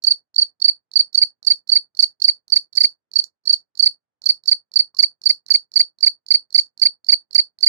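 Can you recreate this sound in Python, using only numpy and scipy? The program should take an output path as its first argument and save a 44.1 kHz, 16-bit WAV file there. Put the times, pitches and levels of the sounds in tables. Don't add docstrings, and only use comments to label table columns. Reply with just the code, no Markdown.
import sys
import numpy as np
from scipy import signal
from scipy.fft import rfft, irfft, next_fast_len
from scipy.io import wavfile
from scipy.ndimage import uniform_filter1d

SR = 44100
rng = np.random.default_rng(int(sys.argv[2]) if len(sys.argv) > 2 else 0)


def ratio_of_db(decibels):
    return 10 ** (np.asarray(decibels, float) / 20)


def file_out(sig):
    cols = np.atleast_2d(sig).T
    lim = np.clip(cols, -1, 1)
    pcm = np.round(lim * 32767).astype(np.int16)
    wavfile.write(sys.argv[1], SR, pcm)


N = 338688
t = np.arange(N) / SR
SHORT_MS = 13.5


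def shaped(x, gain):
    size = next_fast_len(N + SR // 4)
    hz = np.maximum(np.arange(size // 2 + 1) * SR / size, 1)
    return irfft(rfft(x, size) * gain(hz), size)[..., :N]


def spectrum(points):
    hz, db = np.transpose(points)
    return lambda f: ratio_of_db(np.interp(np.log(f), np.log(hz), db))


def resonances(modes):
    return lambda f: sum(ratio_of_db(db) / (1 + 1j * (f / hz - hz / f) * hz / w) for hz, w, db in modes)


def lag(x, s):
    a = np.exp(-1 / (max(s, 1e-5) * SR))
    return signal.lfilter([1 - a], [1, -a], x)


def wobble(rate):
    x = shaped(rng.standard_normal(N), lambda f: np.exp(-(f / rate) ** 2))
    return x / x.std()


def bursts(table, attack):
    env, place = np.zeros(N), np.zeros(N)
    for s, ms, db in table:
        i = slice(int(s * SR), min(int((s + ms / 1e3) * SR), N))
        place[i] = np.clip((t[i] - s) * 1e3 / ms, 0, 1)
        env[i] += ratio_of_db(db) * np.sin(np.pi * place[i] ** attack) ** 2
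    return env, place


# frequency in Hz, level in dB per Hz.
AIR_SPECTRUM = [(18, -30.5), (35, -12), (112, 1), (400, -1), (600, -1.5), (1800, -9), (2600, -26),
                (4400, -60)]


def air():
    x = shaped(rng.standard_normal((2, N)), spectrum(AIR_SPECTRUM))
    return x / x.std() * ratio_of_db(np.array([[-76], [-72]]))


# start in seconds, length in ms, level in dB.
STRAY_STROKES = [
    (2.2286, 3.6, -27.5),
    (2.726, 8, -35),
    (2.7576, 6.6, -23),
    (3.238, 6, -17),
    (3.4361, 7.7, -51),
    (3.4533, 16, -31),
]
# lead in ms, length in ms, level in dB.
FULL_WARMUPS = [
    (41.28, 3.6, -31.5),
    (22.1, 8.5, -25.5),
]
# lead in ms, length in ms, level in dB.
SHORT_WARMUP_STROKE = (18.6, 7.5, -33.5)


def warmups():
    strokes_ahead = []
    for s, first_ms, *_ in FIRST_STROKES:
        leads = FULL_WARMUPS if first_ms > SHORT_MS else [SHORT_WARMUP_STROKE]
        for lead, ms, db in leads:
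            strokes_ahead.append((s - lead / 1e3, ms, db + 1.5 * rng.standard_normal()))
    return STRAY_STROKES + strokes_ahead


def catches():
    lead_ms, length_ms = 3.43, 5.2
    loud = FIRST_STROKES + MIDDLE_STROKES + LAST_STROKES
    return [(s - lead_ms / 1e3, length_ms, catch_db) for s, _, _, catch_db in loud]


# frequency in Hz, width in Hz, level in dB.
WING_MODES = [
    (4400, 550, -22.5),
    (5220, 713, 4),
    (7000, 130, -5),
    (8800, 4500, -15),
    (13800, 6500, -17.5),
]


def scrapes(size):
    teeth = rng.standard_normal(N) * (rng.random(N) < .15)
    catch, _ = bursts(catches(), .9)
    tick, place = bursts(warmups(), 1.0)
    flutter_db = 4 * wobble(120)
    rub = lag(np.tanh(3 * size), 0.00033) * ratio_of_db(-11.5 + flutter_db)
    drive = catch * ratio_of_db(23.0) + tick * ratio_of_db(9.0) + rub
    ragged = shaped(teeth * drive, resonances(WING_MODES))
    ragged = shaped(ragged, lambda f: (.02 + 1 / (1 + (3800 / f) ** 14)) / (1 + (f / 9000) ** 3))
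    glide_hz = 4800 - 800 * place + 70 * wobble(350)
    glide = np.sin(2 * np.pi * np.cumsum(glide_hz) / SR)
    return ragged + ratio_of_db(0.5) * tick * glide


# start in seconds, length in ms, near port level in dB over
# full scale, scraper catch level in dB.
FIRST_STROKES = [(0.0404, 11.1, -12.5, -25), (0.361, 4.6, -12, -38), (0.6176, 8.9, -9.5, -41),
                 (0.9558, 23.8, 0.5, -56), (1.1458, 12.9, -7.5, -30), (1.4689, 18.4, 0.5, -27.5),
                 (1.6913, 11.5, -13, -43), (1.9905, 19.8, 0.81, -57), (2.218, 6.4, -8, -55),
                 (2.521, 22.6, 0.95, -85.5), (2.7726, 15, 2.29, -26.5), (3.1559, 19.9, -6.5, -36.5),
                 (3.4721, 8.9, -9.5, -46), (3.794, 18.1, -5, -26.5), (4.2591, 16.5, -8.5, -23),
                 (4.4774, 21.3, -5, -27), (4.7577, 20.5, 0.81, -45), (4.9882, 23, 2.5, -29.5),
                 (5.2574, 21.3, 1.22, -29.5), (5.5041, 21.7, 1.6, -29.5), (5.7578, 24, 2.5, -35),
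                 (6.0273, 24.5, 2.5, -43.5), (6.3048, 22.5, 2.5, -43.5), (6.5456, 21.5, 2.5, -25),
                 (6.8167, 24, 2.5, -39.5), (7.086, 23.6, 2.5, -45), (7.3497, 18, 3, -19),
                 (7.628, 20.4, 2.5, -34)]
# start in seconds, length in ms, near port level in dB
# over full scale, scraper catch level in dB.
MIDDLE_STROKES = [
    (0.0685, 21.5, 0.48, -31.5),
    (0.3811, 21, 0.5, -52),
    (0.643, 20.7, 0.5, -32),
    (1.1758, 16.7, 0.5, -26.5),
    (1.7177, 23.5, 0.5, -38),
    (2.242, 17.2, 0.5, -26),
    (2.8048, 18, 2.5, -22.5),
    (3.494, 20.4, -1, -28),
    (3.8255, 20.7, 0.92, -24.5),
]
# start in seconds, length in ms, near port level in dB over full scale,
# scraper catch level in dB.
LAST_STROKES = [(0.107, 18, 0.25, -34), (0.4161, 18.5, -4, -33.5), (0.6797, 20.4, 2.5, -39),
                (0.9917, 21, 2.5, -33), (1.215, 24.8, 2.5, -60.5), (1.5013, 24.6, 2.5, -32),
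                (1.7541, 24, 2.5, -29), (2.0263, 18.7, 2.5, -21), (2.2793, 22.2, 3.5, -30.5),
                (2.5596, 17.2, 3, -23), (2.8359, 22.5, 4, -22.5), (3.188, 13.6, 0.4, -27),
                (3.5295, 14.3, -0.5, -22.5), (3.8586, 19.5, 2.5, -28), (4.289, 22.1, 2.5, -31.5),
                (4.5134, 20.4, 2.5, -30), (4.7913, 19.6, 2.5, -22.5), (5.028, 20, 4, -22.5),
                (5.2951, 18, 3.5, -23.5), (5.5397, 23, 3.5, -21.5), (5.7946, 24.2, 4, -25.5),
                (6.0636, 21, 3.5, -22), (6.3392, 21.8, 3.5, -30), (6.5785, 22.5, 3.5, -29.5),
                (6.8525, 21.5, 3.5, -51.5), (7.1197, 25.9, 4, -27), (7.379, 27, 4, -43.5),
                (7.6631, 22, 4.5, -25.5)]


def loud_strokes():
    # table, far port dB at full scale, far dB per dB of effort, place of the crest 0-1
    roles = [(FIRST_STROKES, -11, 0.41, 0.44), (MIDDLE_STROKES, -7.5, 0.48, 0.35), (LAST_STROKES, -7.5, 0.48, 0.49)]
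    played = []
    for table, far_db, slope, usual_crest in roles:
        for s, ms, db, _ in table:
            top_hz = 4634.4 + 9.5 * db - 8 * max(12 - ms, 0)
            crest = 0.77 if ms < SHORT_MS else usual_crest
            played.append((s, ms, far_db + slope * db, db, top_hz, crest))
    return sorted(played)


# near port level in dB, far port level in dB.
HARP_OVERTONES = [
    (-37.5, -29.5),
    (-48.5, -50.5),
]


def strokes():
    end_hz, full_stroke_ms, glide_start, glide_power = 4152, 14, 0.28, 1.9
    stroke_end, far_crest, far_end = 1.14, .54, .97
    near, far, hz = np.zeros(N), np.zeros(N), np.full(N, 4500.)
    for s, ms, far_db, near_db, top_hz, crest in loud_strokes():
        i = slice(int(s * SR), min(int((s + 1.25 * ms / 1e3) * SR), N))
        u = (t[i] - s) * 1e3 / ms
        rise = np.sin(np.pi / 2 * np.clip(u / crest, 0, 1))
        fall = np.cos(np.pi / 2 * np.clip((u - crest) / (stroke_end - crest), 0, 1)) ** 3
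        near[i] += ratio_of_db(near_db) * rise * fall
        swell = np.interp(u, [0, far_crest, far_end], [0, 1, 0])
        far[i] += ratio_of_db(far_db) * np.sin(np.pi / 2 * swell) ** 1.3
        sag = np.clip((u - glide_start) / (1.01 - glide_start), 0, 1.25) ** glide_power
        hz[i] = top_hz - (top_hz - end_hz) * min(ms / full_stroke_ms, 1) * sag
    phase = 2 * np.pi * np.cumsum(hz + 9 * wobble(300)) / SR
    near = lag(lag(near, .0002), .0002)
    far = lag(far, .0007) * ratio_of_db(.3 * wobble(400))
    slip = .35 * wobble(500)
    near_over, far_over = np.zeros(N), np.zeros(N)
    for k, (near_db, far_db) in enumerate(HARP_OVERTONES, start=2):
        overtone = np.sin(k * phase + slip) * ratio_of_db(2.5 * wobble(270))
        near_over += ratio_of_db(near_db) * overtone
        far_over += ratio_of_db(far_db) * overtone
    tone = np.sin(phase)
    soft = np.tanh(1.43 * near)
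    return near * tone + soft * near_over, far * (tone + far_over), overload(near, phase), near


FOLDED_LINES = [(3, 1), (7, 2), (5, 1), (1, 1), (3, 0), (9, 2), (11, 3), (9, 3), (7, 3)]
FOLDED_LEVELS = [-14.5, -24, -26.5, -34, -39, -43, -40.5, -38.5, -45]


def overload(size, phase):
    excess = lag(np.clip(size - 1, 0, None) ** 1.2, .0006)
    clock = 2 * np.pi * 16000 * t
    lines = np.zeros(N)
    for (k, m), db in zip(FOLDED_LINES, FOLDED_LEVELS):
        lines += ratio_of_db(db + 2.3 * wobble(400)) * np.sin(k * phase - m * clock)
    hiss = ratio_of_db(-30.0) * wobble(3500)
    return shaped(excess * (lines + hiss), lambda f: 1 / (1 + (80 / f) ** 2))


def tub(x):
    t60_s = 0.15
    age = np.arange(int(.35 * SR)) / SR
    onset = np.clip(age / 0.0013 - .3, 0, 1)
    tail = rng.standard_normal((2, len(age))) * ratio_of_db(-60 * age / t60_s) * onset
    tail /= np.sqrt(np.sum(tail ** 2, axis=1, keepdims=True))
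    return signal.fftconvolve(x[None], tail, axes=1)[:, :N]


def far_port(far, wall):
    lag_s, echo_s, echo_db = .000768, .025, -16
    late = shaped(far, lambda f: np.exp(-2j * np.pi * f * lag_s) + ratio_of_db(echo_db) * np.exp(-2j * np.pi * f * echo_s))
    bright = shaped(wall, lambda f: 1 + ratio_of_db(8.5) / (1 + (7500 / f) ** 8))
    return late + ratio_of_db(-18) * bright


def limiter(x):
    cycles = 19
    power = uniform_filter1d(uniform_filter1d(x ** 2, cycles), cycles).clip(0)
    env = np.sqrt(2 * power) / .68
    return x / (1 + env ** 3) ** (1 / 3)


# start in seconds, frequency in Hz, level in dB, 60 dB decay time in seconds.
STRAW_SNAPS = [
    (4.944, 1090, -51, 0.066),
    (5.496, 1850, -39.5, .007),
]


def grit(size):
    grains = rng.standard_normal((2, N)) * (rng.random((2, N)) < .1)
    shaking = lag(np.tanh(3 * size), 0.011)
    out = shaped(grains * shaking, resonances([(2950, 2500, -34.5)]))
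    for s, hz, db, t60 in STRAW_SNAPS:
        age = np.clip(t - s, 0, None)
        out = out + ratio_of_db(db - 60 * age / t60) * np.sin(2 * np.pi * hz * age)
    return out


def scene():
    near, far, folded, size = strokes()
    rasp = scrapes(size)
    far = far + ratio_of_db(-21) * shaped(rasp, resonances([(5560, 7500, 0), (11000, 500, -2.2)]))
    walls = tub(far + ratio_of_db(-5.5) * rasp)
    song = limiter(ratio_of_db(6.5) * near + rasp + ratio_of_db(-9.5) * walls[1])
    return np.array([far_port(far, walls[0]), song + folded]) + air() + grit(size)


def gate(x):
    power = uniform_filter1d(np.sum(x ** 2, axis=0), size=600)
    level_db = 10 * np.log10(lag(power, 0.0062) + 1e-12)
    return x * ratio_of_db(np.clip(.8 * (level_db + 44), -34, 0))


def low_pass(x):
    return signal.sosfilt(signal.butter(12, 16660, fs=SR, output="sos"), x)


def record(dry):
    mix = shaped(gate(dry), lambda f: 1 / (1 + (f / 15300) ** 30))
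    return low_pass(mix)


dry = scene()
out = record(dry)
file_out(out)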